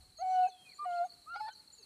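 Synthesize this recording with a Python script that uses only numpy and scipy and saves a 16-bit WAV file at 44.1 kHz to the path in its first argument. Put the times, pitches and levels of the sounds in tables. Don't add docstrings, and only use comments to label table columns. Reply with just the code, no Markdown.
import sys
import numpy as np
from scipy import signal
from scipy.fft import rfft, irfft
from scipy.io import wavfile

SR = 44100
rng = np.random.default_rng(int(sys.argv[2]) if len(sys.argv) > 2 else 0)


def dump(signal):
    limited = np.clip(np.atleast_2d(signal).T, -1, 1)
    pcm = np.round(limited * 32767).astype(np.int16)
    wavfile.write(sys.argv[1], SR, pcm)


N = 81585
T = np.arange(N) / SR
TOP_HZ = 15250

# (time [s], pitch [Hz], level [dB], octave level [dB], roughness [0-1])
HOOTS = [
    [(.188, 623, -55, -63, 0.54), (.2, 660, -46, -62.5, 0), (.228, 755.5, -33, -65, 0.14),
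     (.234, 776, -37.5, -69.5, 0.18), (.245, 743.5, -34.5, -69, 0.12), (.305, 747.3, -31.5, -70, 0.12),
     (.35, 741.3, -29.5, -55, 0.06), (.4, 734, -26, -52.5, 0.05), (.447, 733.6, -26.5, -53, 0),
     (.467, 746, -30, -69.5, 0.14), (.478, 809, -47.5, -58.5, 0.02), (.486, 746, -42.5, -76, 0.4),
     (.5, 750, -59.5, -93.5, .3)],
    [(.846, 718.6, -61, -78.5, 0.36), (.86, 733, -35.5, -61, 0), (.88, 717.6, -36, -58, 0.13),
     (.925, 701, -36.5, -49.5, 0.04), (.985, 698.2, -35, -47, 0.07), (1.016, 689.6, -29.5, -51.5, 0.05),
     (1.044, 721, -36, -52.5, 0.2), (1.055, 754, -37, -108, 0), (1.074, 696, -57.5, -75, .3)],
    [(1.335, 721.5, -64, -68, 0), (1.35, 718.7, -55.5, -84, 0.5), (1.362, 829, -40.5, -82, 0.82),
     (1.372, 828, -44.5, -94, 0.26), (1.392, 817, -70.5, -82, 0.28), (1.401, 832, -46.5, -78, 0.74),
     (1.409, 855.7, -35.5, -72, 0.04), (1.432, 869.4, -42, -64, 0.1), (1.462, 855, -41.5, -58, 0),
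     (1.473, 903, -45, -56.5, 0.5), (1.483, 922, -43, -54.5, 0.88), (1.493, 859, -43, -64, 0.7),
     (1.503, 913, -59, -62, 0.5)],
]
SQUEAKS = [
    [(.786, 1185, -63, -81, 0.38), (.795, 1178, -43, -72, 0.043), (.827, 1201, -39, -69.5, 0.044),
     (.85, 1177, -40, -67.5, 0.25), (.868, 1200, -77, -78, 0.54)],
    [(1.263, 1164, -66, -99, 0.049), (1.278, 1244, -49, -80.5, 0.059), (1.315, 1396, -45, -67, .04),
     (1.342, 1394, -41, -78, 0.084), (1.359, 1364, -45, -73, 0.74), (1.38, 1436, -46.5, -73, 0.066),
     (1.399, 1443, -50.5, -69, 0.27), (1.41, 1290, -53.5, -80.5, 0.73)],
    [(1.485, 1420, -54.5, -97, .6), (1.496, 1513, -53.5, -95, .3), (1.515, 1527, -59.5, -60.5, 0.29),
     (1.53, 1557, -67.5, -66.5, .2)],
]
HOOT_OVERTONE_DB = [-69, -70, -67.5]
# (frequency [Hz], gain [dB])
THROAT = [(2100, 2), (2900, -3.5), (3650, -10.5), (4400, -11.5), (5300, -30.5), (6100, 0.5), (6800, -5.5),
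          (7600, -1), (8400, -7.5), (9200, -13), (10200, -23), (12000, -33.5), (15000, -26.5)]
# (frequency [Hz], gain [dB])
OPEN_THROAT = [(2000, 6), (2600, 4.5), (3450, 2.5), (4300, 2), (5200, 0.5), (6000, -32), (7500, -28.5),
               (10000, -27), (15000, -24)]
# (frequency [Hz], relative level [dB])
BREATH = [(300, -11), (1100, 3), (1700, 1), (2200, 1), (3400, 1), (4500, 5.5), (5600, -4.5), (7800, -4),
          (10000, -27), (15000, -15)]
def dogs(sum_tone_db=34.5, breath_db=-66.5):
    hoots = zip(HOOTS, HOOT_OVERTONE_DB, [THROAT, THROAT, OPEN_THROAT])
    low, flow = np.sum([whine(*hoot) for hoot in hoots], axis=0)
    high, _ = np.sum([whine(rows, -84.5, OPEN_THROAT) for rows in SQUEAKS], axis=0)
    sum_tone = signal.sosfilt(signal.butter(4, 1800, "high", fs=SR, output="sos"), low * high)
    breath = undb(breath_db) * flow * noise(lambda f: colour(f, BREATH))
    return low + high + undb(sum_tone_db) * sum_tone + breath


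def whine(contour, overtone_db, throat, loud_db=-31, rasp_hz=190, nasal_hz=5000):
    times, *columns = np.array(contour, float).T
    hz, db, octave_db, roughness = (np.interp(T, times, column) for column in columns)
    start, end = times[0], times[-1]
    gate = np.clip(np.minimum(T - start, end - T) / .004 + 1, 0, 1)
    rasp = np.abs(roughness) ** 1.164
    hz = hz * (1 + .002 * wander(66) + .034 * rasp * wander(rasp_hz))
    phase = 2 * np.pi * np.cumsum(hz) / SR
    effort = undb(.4 * (db - loud_db))
    progress = (T - start) / (end - start)
    bloom = np.exp(-.5 * ((progress - .52) / .27) ** 2)
    upper = np.zeros(N)
    for k in range(3, 19):
        gain = colour(k * hz, throat) * (k * hz < TOP_HZ)
        nasal = undb(-3) * bloom if k * hz.mean() > nasal_hz else 1
        upper += gain * nasal * undb(5.5 * wander(5.2)) * np.sin(k * phase)
    rough_partial = undb(-22.5) * roughness * wander(50) * np.sin(1.5 * phase)
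    body = undb(db + .25 * wander(22)) * (np.sin(phase) + rough_partial)
    tone = body + undb(octave_db) * np.sin(2 * phase) + undb(overtone_db) * effort * upper
    shimmer = 1 + .3 * rasp * wander(rasp_hz)
    return gate * np.sqrt(2) * tone * shimmer, gate * effort * bloom


FAINT_HOOTS = [
    [(0, 741, -75, -101, 0.84), (.1, 746, -84, -101, 0.25), (.16, 746, -83, -108, 0.34)],
    [(.495, 735, -59, -97, .1), (.562, 732, -60.5, -91, 0.11), (.595, 725, -89, -105, 0.26)],
]
def faint_hoots():
    return sum(whine(rows, -88.5, THROAT)[0] for rows in FAINT_HOOTS)


# (time [s], level before trim [dB])
TICKS = [(.01, -58), (0.174, -49.5), (0.1925, -52), (0.2139, -47.5), (.305, -55.5), (0.331, -55),
         (0.357, -55), (.383, -60), (0.4105, -52.5), (0.429, -53), (0.452, -56), (0.4808, -58),
         (0.4983, -52.5), (0.5232, -52.5), (0.6587, -58.5), (0.6938, -49), (0.7135, -49.5), (0.732, -45.5),
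         (0.755, -53), (0.773, -54), (0.7904, -51), (0.819, -60.5), (0.847, -59.5), (0.9033, -59),
         (0.9592, -53.5), (0.9795, -49), (1.0979, -48.5), (1.117, -47), (1.14, -49.5), (1.164, -60),
         (1.192, -55), (1.2152, -56.5), (1.2969, -59), (1.319, -54), (1.34, -52.5), (1.3746, -52),
         (1.3972, -54.5), (1.4222, -53.5), (1.484, -54), (1.508, -52.5), (1.532, -53.5), (1.552, -49),
         (1.5737, -50.5), (1.597, -49), (1.6752, -52), (1.701, -54.5), (1.729, -55), (1.75, -56.5),
         (1.786, -50.5), (1.808, -64.5), (1.8291, -47.5)]
def insects(near_hz=4310, trim_db=-3.5, chorus_hz=4244, chorus_per_s=480, shrill_hz=10150):
    near, far = np.zeros(N), np.zeros(N)
    for (time, db), scatter in zip(TICKS, rng.standard_normal(len(TICKS))):
        hz = near_hz + 54 * scatter + 23.5 * (db + 51.5)
        add(near, time - .0093, undb(db + trim_db) * tick(hz))
    for position, pitch, size in rng.random((int(chorus_per_s * N / SR), 3)):
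        hz = chorus_hz + 210 * (2 * pitch - 1)
        add(far, position * N / SR - .014, (.16 + size) * tick(hz))
    shrill_gain = undb(-84 + 3 * wander(5.2))
    shrill = shrill_gain * np.sin(2 * np.pi * np.cumsum(shrill_hz + 55.3 * wander(2.8)) / SR)
    grain = 1 + .29 * wander(160)
    chorus = undb(-68.5 + 2.5 * wander(.83)) * far / far.std()
    return near * grain + chorus + shrill


def tick(hz, length_s=.028, fall_hz_per_s=28300):
    t = np.arange(int(length_s * SR)) / SR
    phase = 2 * np.pi * np.cumsum(hz - fall_hz_per_s * (t - length_s / 2)) / SR
    return np.sin(np.pi * t / length_s) ** 2 * (np.sin(phase) + undb(-26.5) * np.sin(3 * phase))


# (time [s], length [s], start pitch [Hz], middle pitch [Hz], end pitch [Hz], level [dB])
BIRDS = [(0.171, 0.051, 6800, 6500, 6400, -60.5), (0.427, 0.062, 2750, 2600, 2533, -57),
         (0.471, 0.039, 7300, 6300, 6200, -67.5), (.497, 0.068, 3770, 3400, 3420, -64.5),
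         (.54, 0.13, 3330, 3235, 3210, -65), (0.646, 0.072, 2620, 2450, 2410, -60),
         (0.688, 0.06, 2400, 2250, 1730, -65.5), (0.737, 0.044, 7000, 7150, 7240, -68.5),
         (0.83, 0.02, 7800, 8150, 8500, -64.5), (.9, .025, 2700, 3200, 3650, -72),
         (.918, .035, 2490, 3210, 3560, -67.5), (.955, 0.027, 3060, 2740, 2260, -68),
         (1.045, 0.032, 6710, 6450, 6810, -67), (1.519, 0.029, 8300, 6050, 5830, -67.5),
         (1.72, 0.035, 6950, 7100, 7510, -62), (1.75, 0.1, 7500, 6500, 6500, -68),
         (1.76, 0.25, 2750, 2620, 2880, -78)]
LOW_NOTES = [(.478, 0.025, 474, 430, 342, -64.5), (.82, 0.032, 508, 416, 324, -64),
             (1.785, 0.061, 496, 403, 294, -67)]
def whistles(notes):
    out, waver = np.zeros(N), 1 + .008 * wander(100)
    for time, length, *pitches, db in notes:
        progress = np.clip((T - time) / length, 0, 1)
        hz = np.polyval(np.polyfit([0, .5, 1], pitches, 2), progress) * waver
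        swell = 4 * progress * (1 - progress)
        out += undb(db) * np.sqrt(2) * swell * np.sin(2 * np.pi * np.cumsum(hz) / SR)
    return out * undb(2 * wander(69.4))


def bush_echo(x, t60_s=1.3, build_s=.06, low_hz=1280, top_hz=2500):
    wash = noise(lambda f: f ** 2 / (f ** 2 + low_hz ** 2) / np.hypot(1, f / top_hz))
    return reverberate(x, wash * undb(-60 * T / t60_s) * np.minimum(T / build_s, 1))


def leaves(x, scatter_db, t60_s=.08):
    tail = rng.standard_normal(N) * undb(-60 * T / t60_s)
    return x + undb(scatter_db) * reverberate(x, tail)


# (time [s], level [dB])
RUMBLE = [(0, -62.5), (.15, -67.5), (.25, -78), (.45, -92), (1.0, -92.5), (1.18, -77.5), (1.85, -83)]
def rumble(centre_hz=70, width_hz=25):
    band = noise(lambda f: 1 / (1 + ((f - centre_hz) / width_hz) ** 2))
    return undb(np.interp(T, *np.array(RUMBLE).T)) * band


# (frequency [Hz], relative level [dB])
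AIR_BED = [(25, -26.5), (65, 1), (150, 5.5), (300, 2.5), (700, -2), (1200, -3.5), (2000, -6), (3300, -8),
           (5500, -8), (6800, -7.5), (8300, -0.5), (10200, -3.5), (11200, -11), (15000, -16)]
def air_bed(level_db=-69):
    return undb(level_db + 1.4 * wander(8)) * noise(lambda f: colour(f, AIR_BED))


def undb(db):
    return 10 ** (np.asarray(db) / 20)


def colour(hz, points):
    f, db = np.array(points, float).T
    return undb(np.interp(np.log(hz + 1), np.log(f), db))


def noise(gain):
    y = irfft(rfft(rng.standard_normal(N)) * gain(np.arange(N // 2 + 1) * SR / N), N)
    return y / y.std()


def wander(hz):
    return noise(lambda f: np.exp(-.5 * (f / hz) ** 2))


def reverberate(x, tail):
    return signal.fftconvolve(x, tail / np.sqrt(np.sum(tail ** 2)))[:N]


def add(out, start, sound):
    i = int(start * SR)
    a, b = max(i, 0), min(i + len(sound), N)
    if b > a:
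        out[a:b] += sound[a - i:b - i]


def scene():
    calls, birds, faint = dogs(), whistles(BIRDS), faint_hoots()
    far = leaves(birds + whistles(LOW_NOTES), scatter_db=-4) + leaves(insects(), scatter_db=-15)
    echo = bush_echo(undb(-32) * calls + undb(-20.5) * birds)
    return (calls + faint + echo + far + rumble() + air_bed())[None]


def record(dry):
    return signal.sosfilt(signal.ellip(10, .2, 80, TOP_HZ, fs=SR, output="sos"), dry)


dry = scene()
out = record(dry)
dump(out)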